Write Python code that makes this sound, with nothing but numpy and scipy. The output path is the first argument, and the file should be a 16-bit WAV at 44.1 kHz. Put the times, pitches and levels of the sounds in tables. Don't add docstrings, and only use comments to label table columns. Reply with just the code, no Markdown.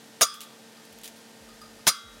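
import sys
import numpy as np
from scipy import signal
from scipy.fft import rfft, irfft
from scipy.io import wavfile
from scipy.ndimage import uniform_filter1d

SR = 44100
rng = np.random.default_rng(int(sys.argv[2]) if len(sys.argv) > 2 else 0)


def digitize_waveform(pressure):
    field = np.atleast_2d(pressure).T
    bounded = np.clip(field, -1, 1)
    quanta = np.round(bounded * 32767).astype(np.int16)
    wavfile.write(sys.argv[1], SR, quanta)


N = 97020


# (time [s], piston gain [dB], blow gain [dB], exhaust gain [dB], exhaust hold [s],
# frame ring gain [dB])
SHOTS = [(0.2103, -8, -7, -7.5, 0.016, 8.5), (1.8684, -5, -4.5, -7.5, 0.014, 8)]

def nailer():
    out = np.zeros(N)
    for shot, (start, piston_db, blow_db, exhaust_db, hold, ring_db) in enumerate(SHOTS):
        blow_at, ring_at = start + 0.00512, start + 0.01
        out += crack(start, blow_at, shot, piston_db, blow_db)
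        out += undb(exhaust_db) * exhaust(blow_at, shot, hold)
        out += clang(blow_at, shot)
        out += undb(ring_db) * frame_ring(ring_at, shot, attack=0.006)
        out += frame_walls(ring_at)
        out += yard_echo(blow_at)
    return out


# (frequency [Hz], relative level [dB])
PISTON_EQ = [
    [(60, -1), (160, -13), (260, -4), (480, -13), (680, 11.5), (860, -25), (1300, 2), (2100, -0.5),
     (3300, -3.5), (5000, -9.5), (16000, -11.5)],
    [(150, -1), (350, -5), (650, 4), (1500, 3), (3000, -8.5), (4600, 0.5), (8000, -12), (16000, -16)],
]
# (frequency [Hz], relative level [dB])
BLOW_EQ = [(100, -18), (600, -7.5), (900, -29), (2090, 4.5), (2970, -9), (4860, 0), (6140, 3), (7750, -9.5),
           (9570, 11.5), (11000, -1.5), (16000, -7)]

def crack(start, blow_at, shot, piston_db, blow_db):
    valve = undb(-38.5) * noise(BLOW_EQ) * envelope(start - 0.00323, 0.0002, 0, 0.028)
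    piston = undb(piston_db) * noise(PISTON_EQ[shot]) * envelope(start, 0.0001, 0.00068, 0.035)
    blow = undb(blow_db) * noise(BLOW_EQ) * envelope(blow_at, 0.0001, 0.00067, 0.027)
    pulse_time = (np.arange(N) / SR - blow_at) / 0.00015
    pulse = undb(-7) * pulse_time * np.exp((1 - pulse_time ** 2) / 2)
    low_cut = signal.butter(1, 110, "high", fs=SR, output="sos")
    return signal.sosfilt(low_cut, valve + piston + blow + pulse)


# (frequency [Hz], relative level [dB])
EXHAUST_EQ = [
    [(100, -34), (330, -17.5), (500, -9), (700, -10), (850, -15), (1030, -17), (1250, -4), (1600, -22),
     (2200, -12), (3100, -14), (3760, -5), (4500, -13), (4900, -5.5), (6600, -0.5), (7400, -12.5),
     (9800, -10.5), (16000, -20.5)],
    [(160, -7.5), (230, -12.5), (370, -14.5), (550, -4.5), (1000, -19.5), (1220, 1), (1500, -17),
     (2200, -2), (2450, -12), (3800, -1), (4500, -6), (5900, 1.5), (7300, -3), (7900, -8.5), (9600, -3),
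     (16000, -18)],
]

def exhaust(start, shot, hold):
    return noise(EXHAUST_EQ[shot]) * envelope(start, 0.0034, hold, t60=0.06)


# (frequency [Hz], first shot level [dB], second shot level [dB], t60 [s])
CLANG_MODES = [(183, -37, -15.5, 0.027), (669, -12, -23, 0.054), (1198, -11, -16, 0.1),
               (1355, -17.5, -23, 0.13), (1800, -29, -22, 0.075), (2263, -30, -26, 0.094),
               (4120, -31, -17, 0.13), (5197, -30, -29, 0.12), (5540, -31, -28, 0.11),
               (5780, -26, -19, 0.12), (5997, -17, -14, 0.088), (6468, -9, -31, 0.049),
               (6770, -23, -35, 0.1), (6944, -12, -33, 0.11), (9300, -20, -17, 0.13)]

def clang(start, shot):
    t, attack = since(start), 0.0078
    return sum(undb(levels[shot]) * sine(hz, t) * envelope(start, attack, attack / 2, t60)
               for hz, *levels, t60 in CLANG_MODES)


# (frequency [Hz], first shot relative level [dB],
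# second shot relative level [dB], nose tap relative level [dB], base t60 [s])
FRAME_MODES = [(1147, -42, -45, -66, 0.6), (1206, -42, -47, -46, 0.6), (1238, -48, -46, -40, 0.6),
               (1288, -51, -49, -47, 0.6), (1381, -50, -40, -54, 0.6), (1537, -51, -46, -66, 0.6),
               (2081, -61, -48, -66, 0.6), (3315, -38, -37, -66, 0.52), (3369, -44, -53, -66, 0.52),
               (3513, -41, -59, -66, 0.52), (3585, -46, -46, -66, 0.52), (3844, -57, -46, -66, 0.8),
               (4849, -39, -40, -47, 0.48), (4897, -43, -43, -44, 0.48), (4958, -40, -47, -52, 0.48),
               (5146, -41, -63, -66, 0.48), (5385, -53, -44, -66, 0.36), (6006, -43, -48, -66, 0.36),
               (8771, -41, -58, -66, 0.33), (9238, -42, -50, -54, 0.33), (9278, -45, -53, -66, 0.33),
               (9328, -53, -46, -66, 0.33)]
NOSE_TAP, LANDING_S = 2, 0.12

def frame_ring(start, strike, attack, decay_scale=1):
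    t, out = since(start), np.zeros(N)
    for hz, *levels, t60 in FRAME_MODES:
        rise = 0.1 if 3000 < hz < 4000 else attack
        ring = sine(hz, t) * envelope(start, rise, 0, t60 * decay_scale)
        if hz > 4500:
            ring *= envelope(start, attack, hold=LANDING_S, t60=0.14)
        out += undb(levels[strike]) * ring
    return out


# (centre [Hz], width [Hz], level [dB], t60 [s])
WALL_BANDS = [(1200, 107, -16.5, 0.15), (4866, 170, -17.5, 0.13), (9100, 580, -19, 0.11)]

def frame_walls(start):
    return sum(undb(db) * band(hz, width) * envelope(start, 0.006, 0, t60)
               for hz, width, db, t60 in WALL_BANDS)


# (frequency [Hz], relative level [dB])
YARD_EQ = [(59, -55), (100, -41), (215, -19), (991, -16), (1170, 12), (1910, -5.5), (3250, -2),
           (4110, -3.5), (4980, 2), (16000, -20.5)]

def yard_echo(start):
    return undb(-27.5) * noise(YARD_EQ) * envelope(start, 0.0078, 0.013, t60=0.42)


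# (time [s], tail level [dB], tail t60 [s])
RATTLES = [(0.3398, -37, 0.14), (0.4061, -32.5, 0.028), (0.4136, -37.5, 0.15), (0.434, -44, 0.044),
           (0.852, -52, 0.04), (0.926, -49.5, 0.057), (0.9865, -47, 0.029), (1.015, -49, 0.017),
           (1.0347, -42.5, 0.1), (1.043, -41, 0.15), (1.056, -42, 0.081), (1.077, -40, 0.07),
           (1.1607, -54, 0.28)]
# (frequency [Hz], relative level [dB])
CLICK_EQ = [(1200, -16), (1900, -7.5), (3400, 0), (5000, -4.5), (8000, -4), (11500, -4.5), (15500, -11)]
# (time [s], ring gain [dB], tick level [dB])
TAPS = [(0.768, -18, -57), (1.4879, -14, -53), (1.615, -7, -48), (1.792, -18, -65)]

def handling():
    out = np.zeros(N)
    for start, db, t60 in RATTLES:
        snap = undb(4) * envelope(start, 0.00015, 0, 0.004)
        tail = envelope(start, 0.00024, 0, t60)
        out += undb(db) * noise(CLICK_EQ) * (snap + tail)
    for start, ring_db, tick_db in TAPS:
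        out += undb(ring_db) * frame_ring(start, NOSE_TAP, attack=0.0011, decay_scale=0.6)
        out += undb(tick_db) * noise(CLICK_EQ) * envelope(start, 0.00044, 0, 0.05)
    return out


# (time [s], level [dB])
BUMPS = [(0.906, -62), (1.40, -56), (2.035, -49.5), (2.16, -56)]

def bumps():
    out = np.zeros(N)
    start_hz, end_hz, sink_s = 145, 37, 0.0314
    for start, db in BUMPS:
        hz = end_hz + (start_hz - end_hz) * np.exp(-since(start) / sink_s)
        phase = 2 * np.pi * np.cumsum(hz) / SR
        out += undb(db) * np.sin(phase) * envelope(start, 0.011, 0, t60=0.81)
    return out


def drone(start=1.49, end=1.81, hz=50.2):
    phase = 2 * np.pi * hz * since(start)
    tone = undb(-66) * np.sin(phase) + undb(-67.5) * np.sin(2 * phase)
    return tone * envelope(start, 0.033, end - start, t60=0.08)


# (frequency [Hz], relative level [dB])
HUM_PARTIALS = [(226.1, -58), (301.5, -67.5), (452.2, -60.5), (899.0, -68), (1427, -72.5), (1577, -69),
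                (1798, -68.5), (1873, -70.5)]

def machine_hum():
    clock = np.cumsum(1 + 0.004 * band(0, 14.4)) / SR
    return undb(-0.5) * np.sqrt(2) * sum(undb(db) * sine(hz, clock) for hz, db in HUM_PARTIALS)


# (frequency [Hz], relative level [dB])
AIR_EQ = [(18, -92), (30, -69), (116, -13.5), (195, -10.5), (222, -8.5), (328, -15), (448, -12.5),
          (485, -11), (524, -11), (881, -15.5), (1090, -20), (4420, -19.5), (15000, -28.5)]

def outdoor_air():
    high_cut = signal.butter(2, 12600, fs=SR, output="sos")
    return undb(-51.5) * signal.sosfilt(high_cut, noise(AIR_EQ))


def undb(db):
    return 10 ** (np.asarray(db) / 20)


def unit(x):
    return x / np.sqrt(np.mean(x ** 2))


def since(start):
    return np.maximum(np.arange(N) / SR - start, 0)


def sine(hz, t):
    return np.sin(2 * np.pi * (hz * t + rng.random()))


def envelope(start, attack, hold, t60):
    t = since(start)
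    return np.minimum(t / attack, 1) * np.exp(-np.log(1000) * np.maximum(t - hold, 0) / t60)


def noise(eq):
    hz, db = np.array(eq).T
    f = np.maximum(np.fft.rfftfreq(N, 1 / SR), 1)
    gain = undb(np.interp(np.log(f), np.log(hz), db)) * np.minimum(f / hz[0], 1) ** 2
    return unit(irfft(rfft(rng.standard_normal(N)) * gain, N))


def band(hz, width):
    f = np.fft.rfftfreq(N, 1 / SR)
    return unit(irfft(rfft(rng.standard_normal(N)) / (1 + (2 * (f - hz) / width) ** 2), N))


def scene():
    return (nailer() + handling() + bumps() + drone() + machine_hum() + outdoor_air())[None]


def record(dry):
    threshold_db, depth_db, hold_s, release_s, ceiling = -23, -6.5, 0.093, 0.14, 0.62
    loud = uniform_filter1d(np.abs(dry[0]), size=64) > undb(threshold_db)
    t = np.arange(N) / SR
    quiet_for = t - np.maximum.accumulate(np.where(loud, t, -10))
    gain = undb(depth_db * np.clip(1 - (quiet_for - hold_s) / release_s, 0, 1))
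    limited = ceiling * np.tanh(dry * gain / ceiling)
    high_cut = signal.ellip(10, 0.2, 80, 15900, fs=SR, output="sos")
    return signal.sosfilt(high_cut, limited)


dry = scene()
out = record(dry)
digitize_waveform(out)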